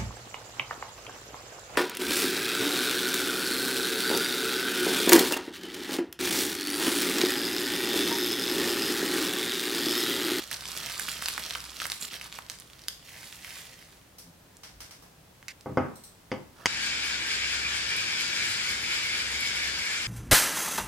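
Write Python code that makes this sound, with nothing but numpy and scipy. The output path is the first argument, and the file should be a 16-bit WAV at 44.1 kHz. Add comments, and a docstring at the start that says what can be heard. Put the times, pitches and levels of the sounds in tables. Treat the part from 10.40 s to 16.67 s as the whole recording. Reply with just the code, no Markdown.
"""In a small kitchen, fingers crumble dry flakes over a bowl of flour, then more flakes slide out of a bag.
Crackle is thousands of tiny random fractures; bigger flakes each ring for a cycle or two.
A few faint ticks and chinks, heard only as reflections, come from across the room, over steady air and a low hum.
A spoon bumps the heavy glass bowl on the counter, then ploughs through the mixture and strikes the bare glass:
each blow sets off dying sine tones and bursts of fading noise."""
import sys
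import numpy as np
from scipy import signal
from scipy.fft import rfft, irfft
from scipy.io import wavfile
from scipy.ndimage import uniform_filter1d

SR = 44100
rng = np.random.default_rng(int(sys.argv[2]) if len(sys.argv) > 2 else 0)


def int16_out(signal):
    """Quantize to a 16-bit WAV file."""
    q = np.round(np.clip(np.atleast_2d(signal).T, -1, 1) * 32767)
    wavfile.write(sys.argv[1], SR, q.astype(np.int16))


N = 276495  # length in samples

# Levels in dB are relative: later mixing steps may raise or lower them.
# The colour of the steady room noise. Each row: frequency in Hz, level in dB per Hz.
AIR_COLOUR = [(15, -39), (25, -10.5), (102, -4), (190, -5.5), (217, -10.5), (242, -8.5), (405, -12),
              (591, -12.5), (677, -13.5), (734, -14), (1330, -17), (2110, -19.5), (2480, -20.5),
              (3250, -21), (16000, -28.5)]
AIR_DB = -56
# How alike the room noise is at left and right. 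Each row: frequency in Hz, likeness (1 = the same).
AIR_LIKENESS = [(60, 0.93), (120, 1), (220, 0.8), (400, 0.46), (1500, 0.16), (15000, 0.23)]
# A low hum that swells once and then dies away. Each row: time in seconds, level in dB.
HUM_LEVEL = [(0, -60), (.8, -59.5), (1.27, -54), (1.4, -63), (2.3, -67.5), (6.3, -85)]
HUM_HZ = 61
# How fast the room's echo dies. Each row: frequency in Hz, time to fall by 60 dB in seconds.
ROOM_T60 = [(100, 0.19), (300, 0.42), (1000, 0.37), (3000, 0.38), (8000, 0.39), (16000, 0.23)]
EDGE_HZ = 16100  # the top of the treble

# Faint ticks far off in the room. Each row: start in seconds, strength in dB, centre in Hz, width in octaves.
FAR_TICKS = [(3.780, -15, 7500, 1.15), (4.230, -13.5, 3600, 1.1), (4.4004, -11.5, 4370, 1.32),
             (4.505, -16.5, 4130, 1.24), (4.62, -22, 3930, 3.3)]
# The colour the far ticks share. Each row: frequency in Hz, level in dB.
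FAR_TICK_COLOUR = [(700, 10), (1300, 5), (2500, -1), (4000, -2), (5600, 3), (6800, -5), (8800, -1.5),
                   (10800, -2), (13000, -1), (16000, -7)]
# Two light chinks far off. Each row: start in seconds, strength in dB.
FAR_CHINKS = [(5.552, -19.5), (5.633, -16)]
# The colour of the chinks, with a few narrow peaks. Each row: frequency in Hz, level in dB.
CHINK_COLOUR = [(300, -42), (3400, -13), (4100, -1), (4900, -12), (5800, -2), (6700, -14), (8200, 4),
                (9200, -5), (10200, -6), (11300, -13), (13000, -2), (14300, -13), (15400, -5), (16500, -15)]
# Soft bumps of arm and bag against the counter.
# Each row: start in seconds, peak level in dB, frequency in Hz, length in seconds.
BUMPS = [(3.82, -52, 169, 0.13), (3.842, -54, 256, 0.08), (4.272, -54, 53, .22), (4.279, -58, 91.3, 0.29)]

# The spoon meets the bowl.
# Each row: start in seconds, thud in dB, hardness of the blow in Hz, glass clink in dB.
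KNOCKS = [(5.2596, -3.5, 1240, -34), (5.2963, -6.5, 497, -43), (5.318, -6.5, 198, -50),
          (5.3725, 10.5, 1380, -14.5), (5.9167, 1, 930, -7), (6.258, -5.5, 3400, 8.5)]
# Tones of the full bowl on the counter. Each row: frequency in Hz, level in dB, time to fall by 60 dB in seconds.
BOWL_MODES = [(87, -6.5, 0.19), (99, 0.5, 0.13), (141.3, -1.5, 0.39), (217, -8, 0.19), (259.7, 2.5, 0.21),
              (296, 3, 0.12), (353, -1, 0.084), (390, 3.5, 0.18), (522, 4, 0.26), (653, 1, 0.12),
              (690, -2, 0.1), (798, 1, 0.17), (850, -4, 0.15), (990, 2.5, 0.075), (1135, -4.5, 0.19),
              (1253, -4, 0.22), (1370, -5, 0.11), (1534, 2.5, 0.14), (1950, -5, 0.22), (2105, 7.5, 0.059)]
# Tones of the steel spoon against the glass wall.
# Each row: frequency in Hz, level in dB, time to fall by 60 dB in seconds.
GLASS_MODES = [(992, -1, 0.047), (2050, 14, 0.011), (2980, -9.5, 0.12), (3394, 2.5, 0.0087),
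               (4760, 0, 0.038), (5210, 1, 0.023), (6200, -2, 0.023), (7680, -5, 0.0081),
               (9600, -24, 0.015)]
# The colour of the dense rumble through the counter. Each row: frequency in Hz, level in dB.
COUNTER_COLOUR = [(40, -21), (75, -2), (130, 2.5), (250, 5.5), (400, -2), (700, -4.5), (1500, -4),
                  (2300, -3), (3500, -8), (8000, -74)]
# The clatter of the many weaker glass tones. Each row: frequency in Hz, level in dB.
CLATTER_COLOUR = [(300,-30), (1000,5), (2000,3.5), (3100,7.5), (3900,-12), (4700,-2), (6500,0), (7400,-9),
                  (16000,-27)]
CLINK_REACH = 4.3  # the clink reaches this many times higher than the blow's hardness

# Flakes sliding out of the bag. Each row: time in seconds, level in dB.
POUR_LEVEL = [(2.6, -64), (2.68, -51), (2.8, -49), (3.01, -52), (3.045, -49), (3.16, -45), (3.3, -53.5),
              (3.55, -61.5), (3.72, -84)]
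# The bag's hollow colour. Each row: frequency in Hz, level in dB.
BAG_COLOUR = [(150,-5.5), (700,-12), (1400,-10.5), (1900,0), (2400,-1.5), (3400,-2.5), (4700,-0.5),
              (7500,-1), (11000,-1.5), (16000,-6)]
# A short dry crunch of crackle that sags for 40 ms and then is cut off.
CUT_CRUNCH_S, CUT_CRUNCH_LENGTH_S, CUT_CRUNCH_EDGE_S = 5.083, .04, .003
CUT_CRUNCH_DB, CUT_CRUNCH_SAG_DB_PER_S = -40, 232
# The colour of this crunch. Each row: frequency in Hz, level in dB.
CUT_CRUNCH_COLOUR = [(500,-35), (1600,-10), (2100,2), (2800,-0.5), (3500,-8), (4600,-2), (6500,-4.5),
                     (9000,-13), (16000,-21)]

# Steady rubbing, which thins out as the fingers empty. Each row: time in seconds, level in dB.
RUB_LEVEL = [(0, -41), (.08, -52), (.3, -42.5), (.5, -40), (.78, -43), (1.14, -42.5), (1.22, -48.5),
             (1.48, -47), (1.68, -55), (2.15, -64.5), (2.45, -62), (2.7, -78)]
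# Harder squeezes of the fingers. Each row: time in seconds, level in dB, fizz above that level in dB.
SQUEEZES = [(0.115, -40.5, -6), (0.595, -43.5, 1.5), (0.69, -42, 2.5), (0.83, -44, -1), (0.885, -55, 4),
            (1.40, -42.5, -8), (1.51, -51, 3), (1.613, -44.5, 4.5), (1.723, -42.5, -5), (1.83, -46, -4.5),
            (1.942, -47.5, -6), (2.105, -51.5, -3)]
SQUEEZE_RISE_S, SQUEEZE_HOLD_S, SQUEEZE_T60 = 0.031, 0.034, .16  # seconds
FIZZ_DB, CRUNCH_DB = -3.5, -9  # compared with the rustle of the rubbing
FULL_DB, CRUNCH_FOLLOWS = -44, 0.85  # level with full fingers; dB the crunch falls per dB of rustle
# The spoon ploughs through the mixture, louder until just before it meets the glass.
PLOUGH_S, PLOUGH_RISE_S, PLOUGH_DB, PLOUGH_FIZZ_DB, PLOUGH_CRUNCH_DB = 6.21, 0.11, -59.5, -7, 5
# The low part of the crackle. Each row: frequency in Hz, level in dB.
CRUNCH_COLOUR = [(50, -20), (120, 14.5), (200, 5.5), (350, -1), (500, -5.5), (750, -9.5), (1200, -1.5),
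                 (1700, -8.5), (3000, -53.5)]
# The middle part of the crackle. Each row: frequency in Hz, level in dB.
RUSTLE_COLOUR = [(700, -29), (1300, -18.5), (1800, -5.5), (3000, -0.5), (5000, 1.5), (6500, 2.5),
                 (9000, -11.5)]
# The high part of the crackle. Each row: frequency in Hz, level in dB.
FIZZ_COLOUR = [(4500, -33.5), (7000, 5.5), (9500, -3), (12000, -5.5), (16000, -14.5)]

# Single snaps of breaking flakes, mostly loud, with a few faint ones late.
# Each row: start in seconds, strength in dB, ring in Hz, sharp tick compared with the ring in dB.
SINGLE_SNAPS = [(0.1143, -5, 1910, 9.5), (0.1291, -8, 3550, 3), (0.2552, -12, 3440, -18),
                (0.3751, -6, 4100, 9), (0.597, -3, 1960, 7.5), (0.6835, -12, 1550, -4),
                (0.6877, -6.5, 2870, 1), (0.8236, -6, 1350, 6), (0.8588, -3, 4060, -26),
                (0.885, 0, 3700, 3), (0.979, -6, 1570, -5), (1.1084, -7.5, 3570, -25),
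                (1.1515, -8.5, 2690, -20), (1.1557, -12.5, 1260, -20), (1.4018, -9.5, 3100, -17),
                (1.4178, -7.5, 1230, 3), (1.4549, -6.5, 1660, -2), (1.467, -7.5, 10030, -10),
                (1.5003, -8.5, 4270, -22), (1.5191, -3, 4000, -5), (1.626, -11.5, 4360, -16),
                (1.8131, -13.5, 2740, -16), (1.926, -15.5, 3270, -25), (1.9882, -12.5, 1030, -5),
                (2.099, -8, 5200, -15), (2.2, -17.5, 9300, 1), (2.4837, -1.5, 4480, 1),
                (2.9265, -19, 2740, -17), (3.047, -16, 2260, -1), (3.1065, -19.5, 2410, -14),
                (4.1691, -26, 7100, -14), (5.0279, -27.5, 1830, -9), (5.0828, -22, 2330, -24),
                (5.2099, -26, 4420, -4)]
# The colour all breaking flakes share. Each row: frequency in Hz, level in dB.
SNAP_COLOUR = [(100, -2.5), (500, -3.5), (800, 1), (1400, 3.5), (3000, 0), (3700, -1.5), (4600, 0),
               (6200, 0), (9000, -1), (12000, -3.5), (16000, -10)]
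# Smaller flakes break at random, the more weakly the quieter the crackle around them.
SMALL_PER_S, SMALL_DB, SMALL_SPREAD_DB = 25, -16, 3
SMALL_FOLLOWS = 0.56  # dB of strength per dB of crackle
SMALL_HZ, SMALL_OCTAVES, SMALL_TICK_DB = 4320, 0.41, -7.5  # ring, its scatter either way, sharp tick
SMALL_BAG_HZ, SMALL_BAG_DB = 2400, -8  # in the bag they ring lower and softer
# The hands as heard at the left, with less treble. Each row: frequency in Hz, level in dB.
LEFT_SHADE = [(200, 1), (700, -2), (1500, -4), (4000, -1.5), (9000, -8), (16000, -9)]


def gain_of(db):
    """Turns decibels into amplitude."""
    return 10 ** (np.asarray(db) / 20)


def evened(x):
    """Scales to an average (rms) strength of 1."""
    return x / np.sqrt(np.mean(x ** 2) + 1e-20)


def unit(x):
    """Scales to a total energy of 1."""
    return x / np.sqrt(np.sum(x ** 2) + 1e-20)


def read(points, hz):
    """Reads a table between its rows, on a log-frequency axis."""
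    f, value = np.transpose(points)
    return np.interp(np.log(hz + 1), np.log(f + 1), value)


def coloured(x, points):
    """Filters by a colour table with minimum phase, so that nothing sounds before its cause."""
    size = 4096
    log_gain = np.log(gain_of(read(points, abs(np.fft.fftfreq(size, 1 / SR)))))
    response = np.exp(np.conj(signal.hilbert(log_gain)))
    taps = np.fft.ifft(response).real[:size // 2]
    return signal.oaconvolve(x, taps)[:len(x)]


def band(x, low_hz, high_hz, order):
    """Keeps what lies between two frequencies."""
    sections = signal.butter(order, [low_hz, high_hz], "band", fs=SR, output="sos")
    return signal.sosfilt(sections, x)


def add(mix, s, sound):
    """Mixes a sound in at time s."""
    part = mix[max(round(s * SR), 0):][:len(sound)]
    part += sound[:len(part)]


def fading(t, t60):
    """Falls by 60 dB in t60 seconds."""
    return np.exp(-np.log(1000) * t / t60)


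def swell(s, rise_s, hold_s, t60):
    """Rises to full strength at time s, holds, then dies away."""
    t = np.arange(N) / SR - s
    return np.clip(1 + t / rise_s, 0, 1) ** 2 * fading(np.maximum(t - hold_s, 0), t60)


def course(rows):
    """Follows a table of times and levels as amplitude; next to silent after its last row."""
    return gain_of(np.interp(np.arange(N) / SR, *np.transpose(rows), right=-120))


def ring(modes, t):
    """Sounds struck tones, each a dying sine."""
    return sum(gain_of(db) * fading(t, t60) * np.sin(2 * np.pi * hz * t) for hz, db, t60 in modes)


def chip(hz, cycles, t):
    """A broken flake rings for a cycle or two; taking differences sharpens its start."""
    return unit(np.diff(np.exp(-t * hz / cycles) * np.sin(2 * np.pi * hz * t), prepend=0))


def crackle(per_s, spread_db, cycles):
    """Thousands of tiny fractures a second, mostly small, each with one of 24 pitches."""
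    t, pitches = np.arange(256) / SR, np.geomspace(600, 14000, 24)
    out = np.zeros(N)
    for hz in pitches:
        sizes = gain_of(spread_db * np.minimum(rng.exponential(1, N), 5))
        happens = rng.random(N) < per_s / len(pitches) / SR
        breaks = sizes * rng.choice([-1, 1], N) * happens
        out += signal.oaconvolve(breaks, chip(hz, cycles, t))[:N]
    return out


def air():
    """Steady room noise, most alike on both sides in the bass."""
    hz = np.fft.rfftfreq(N, 1 / SR)
    left, other = rfft(rng.standard_normal((2, N)))
    same = np.clip(read(AIR_LIKENESS, hz), -1, 1)
    right = same * left + np.sqrt(1 - same ** 2) * other
    sides = np.array([left, right]) * gain_of(read(AIR_COLOUR, hz))
    return gain_of(AIR_DB) * evened(irfft(sides, N))


def hum(waver=0.31):
    """A low tone whose strength wavers with smoothed noise."""
    t = np.arange(N) / SR
    smooth = uniform_filter1d(rng.standard_normal(N), size=4000)
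    drift = evened(uniform_filter1d(smooth, size=4000))
    return course(HUM_LEVEL) * evened((1 + waver * drift) * np.sin(2 * np.pi * HUM_HZ * t))


def room(x, gap_s=.004):
    """Dense reflections, different at each side, every band dying at its own speed."""
    taps = rng.standard_normal((2, SR)) * (rng.random((2, SR)) < 6000 / SR)
    hz, t, spectrum = signal.stft(taps, SR, nperseg=256)
    decay = fading(t, read(ROOM_T60, hz)[:, None])
    tail = signal.istft(spectrum * decay, SR, nperseg=256)[1]
    tail *= np.arange(tail.shape[1]) / SR > gap_s
    return np.array([signal.fftconvolve(x, unit(side))[:N] for side in tail])


def far_sounds():
    """Single sharp contacts: the ticks each in a broad band, the chinks in a few narrow ones."""
    out, hz = np.zeros(N), np.geomspace(100, 20000, 60)
    click = signal.unit_impulse(4096)
    for s, db, centre_hz, octaves in FAR_TICKS:
        band_db = -10 * np.log10(1 + (np.log2(hz / centre_hz) / octaves) ** 4)
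        colour = np.c_[hz, band_db + read(FAR_TICK_COLOUR, hz)]
        add(out, s, gain_of(db) * unit(coloured(click, colour)))
    for s, db in FAR_CHINKS:
        add(out, s, gain_of(db) * unit(coloured(click, CHINK_COLOUR)))
    return out


def bumps():
    """Padded contacts: a low swing that swells and fades."""
    out = np.zeros(N)
    for s, db, hz, length_s in BUMPS:
        t = np.arange(0, length_s, 1 / SR)
        swing = np.sin(2 * np.pi * (hz * t + rng.random()))
        add(out, s, gain_of(db) * np.hanning(len(t)) * swing)
    return out


def knocks(rumble_db=-3, rumble_t60=0.4, push_db=-4, push_hz=480, push_t60=0.0017,
           lowest_hz=66, clatter_db=-4, clatter_t60=0.13):
    """Flour cushions the spoon, so the bowl thuds; where steel reaches glass it clinks."""
    out, t = np.zeros(N), np.arange(SR * 3 // 4) / SR
    for s, thud_db, hard_hz, clink_db in KNOCKS:
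        rumble = coloured(rng.standard_normal(len(t)) * fading(t, rumble_t60), COUNTER_COLOUR)
        clatter = coloured(rng.standard_normal(len(t)) * fading(t, clatter_t60), CLATTER_COLOUR)
        # the whole bowl is shoved briefly
        push = ring([(push_hz, 0, push_t60)], t)
        # neighbouring modes swing in opposite directions at the rim
        modes = ring(BOWL_MODES[::2], t) - ring(BOWL_MODES[1::2], t)
        body = unit(modes) + gain_of(rumble_db) * unit(rumble) + gain_of(push_db) * unit(push)
        # a soft blow hardly excites the upper modes
        thud = band(body, lowest_hz, max(hard_hz, 2 * lowest_hz), order=3)
        clink = unit(ring(GLASS_MODES, t)) + gain_of(clatter_db) * unit(clatter)
        clink = band(clink, lowest_hz, min(CLINK_REACH * hard_hz, EDGE_HZ), order=2)
        add(out, s, gain_of(thud_db) * unit(thud) + gain_of(clink_db) * unit(clink))
    return out


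def pouring():
    """Flakes tumble along the wall of the bag: crackle in the bag's colour."""
    grains = crackle(per_s=4500, spread_db=3.0, cycles=0.65)
    return course(POUR_LEVEL) * evened(coloured(grains, BAG_COLOUR))


def cut_crunch(crack_db=-12):
    """One dry crack and a dense burst of crackle that sags and is cut off."""
    t = np.arange(N) / SR - CUT_CRUNCH_S
    gate = np.clip(np.minimum(t, CUT_CRUNCH_LENGTH_S - t) / CUT_CRUNCH_EDGE_S + .5, 0, 1)
    sag_db = CUT_CRUNCH_SAG_DB_PER_S * np.clip(t, 0, CUT_CRUNCH_LENGTH_S)
    level = gate * gain_of(CUT_CRUNCH_DB - sag_db)
    grains = crackle(per_s=18000, spread_db=3.0, cycles=0.65)
    burst = level * evened(coloured(grains, CUT_CRUNCH_COLOUR))
    crack = unit(coloured(signal.unit_impulse(SR // 20), CUT_CRUNCH_COLOUR))
    add(burst, CUT_CRUNCH_S, gain_of(crack_db) * crack)
    return burst


def finger_effort():
    """Strength of the rustle and of the fizz: steady rubbing plus the squeezes, added in power."""
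    rustle = course(RUB_LEVEL) ** 2
    fizz = rustle * gain_of(FIZZ_DB) ** 2
    for s, db, fizz_db in SQUEEZES:
        squeeze = gain_of(db) * swell(s, SQUEEZE_RISE_S, SQUEEZE_HOLD_S, SQUEEZE_T60)
        rustle = rustle + squeeze ** 2
        fizz = fizz + (gain_of(fizz_db) * squeeze) ** 2
    return np.sqrt(rustle), np.sqrt(fizz)


def rubbing():
    """One crackle in three colours swells with the effort of the fingers, and later under the spoon."""
    rustle, fizz = finger_effort()
    # as the fingers empty, the low crunch falls less than the rustle
    crunch = gain_of(FULL_DB + CRUNCH_DB) * (rustle / gain_of(FULL_DB)) ** CRUNCH_FOLLOWS
    plough = gain_of(PLOUGH_DB) * swell(PLOUGH_S, PLOUGH_RISE_S, hold_s=0.024, t60=0.27)
    grains = crackle(per_s=4200, spread_db=3.5, cycles=0.66)
    parts = [(RUSTLE_COLOUR, rustle + plough),
             (FIZZ_COLOUR, fizz + gain_of(PLOUGH_FIZZ_DB) * plough),
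             (CRUNCH_COLOUR, crunch + gain_of(PLOUGH_CRUNCH_DB) * plough)]
    return sum(strength * evened(coloured(grains, colour)) for colour, strength in parts)


def small_snaps():
    """Lists small breaks at uneven times, from the fingers or the bag, whichever is busier."""
    fingers, bag = finger_effort()[0], course(POUR_LEVEL)
    rows = []
    for k, (when, force, pitch) in enumerate(rng.uniform(-1, 1, size=(140, 3))):
        s = abs(k + when) / SMALL_PER_S
        if s < POUR_LEVEL[-1][0]:
            i = round(s * SR)
            if fingers[i] > bag[i]:
                level, hz, db = fingers[i], SMALL_HZ, SMALL_DB
            else:
                level, hz, db = bag[i], SMALL_BAG_HZ, SMALL_DB + SMALL_BAG_DB
            db += SMALL_FOLLOWS * (20 * np.log10(level) - FULL_DB)
            db += SMALL_SPREAD_DB * force
            rows.append((s, db, hz * 2 ** (SMALL_OCTAVES * pitch), SMALL_TICK_DB))
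    return rows


def snaps(cycles=0.71, tick_hz=8000, tick_cycles=0.27, splinter_s=.0013, splinter=0.42, body_share=0.41):
    """A flake breaks with one crack and a few splinters right behind it."""
    out, t = np.zeros(N), np.arange(400) / SR
    for s, db, hz, tick_db in SINGLE_SNAPS + small_snaps():
        cracks = signal.unit_impulse(len(t))
        for delay, force in rng.random(size=(4, 2)):
            add(cracks, splinter_s * delay, np.array([splinter * (2 * force - 1)]))
        # the bending flake gives the body, its torn edge the tick
        body = unit(np.exp(-t * hz / cycles) * np.sin(2 * np.pi * hz * t))
        tick = gain_of(tick_db) * chip(tick_hz, tick_cycles, t)
        flake = chip(hz, cycles, t) + body_share * body + tick
        add(out, s, gain_of(db) * unit(np.convolve(cracks, flake)))
    return coloured(out, SNAP_COLOUR)


def near(x, bounce_db=-6, reach_s=0.0053, moves_hz=3.1, count=4):
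    """Sound from the hands: brighter on the right, with quick bounces that shift as the fingers move."""
    t, sides = np.arange(256) / SR, np.array([x, x])
    for k in range(count):
        # the sets of bounces take turns
        turn = np.cos(np.pi * (2 * moves_hz * np.arange(N) / SR + k / count))
        share = np.sqrt(2 / count) * turn
        bounces = rng.standard_normal((2, len(t))) * np.exp(-t / reach_s) * (t > 0)
        bounced = np.array([signal.oaconvolve(x * share, unit(b))[:N] for b in bounces])
        sides = sides + gain_of(bounce_db) * bounced
    return np.array([coloured(sides[0], LEFT_SHADE), sides[1]])


def scene(hands_db=2.0, rub_room_db=-12.5, snap_room_db=-6, pour_room_db=-5, knock_room_db=-7):
    """Hands and bowl are close by and also ring in the kitchen; far sounds arrive by reflection only."""
    rub, snap, pour, knock = rubbing(), snaps(), pouring(), knocks()
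    direct = gain_of(hands_db) * near(rub + snap + pour + cut_crunch()) + knock
    sends = [(rub, rub_room_db), (snap, snap_room_db), (pour, pour_room_db), (knock, knock_room_db)]
    reflected = room(far_sounds() + sum(gain_of(db) * sound for sound, db in sends))
    return direct + reflected + bumps() + air() + hum()


def record(dry):
    """Removes the treble above the edge frequency with a steep low-pass filter."""
    taps = signal.firwin(301, EDGE_HZ, window=("kaiser", 9), fs=SR)
    return signal.oaconvolve(dry, taps[None], "same")


dry = scene()
out = record(dry)
int16_out(out)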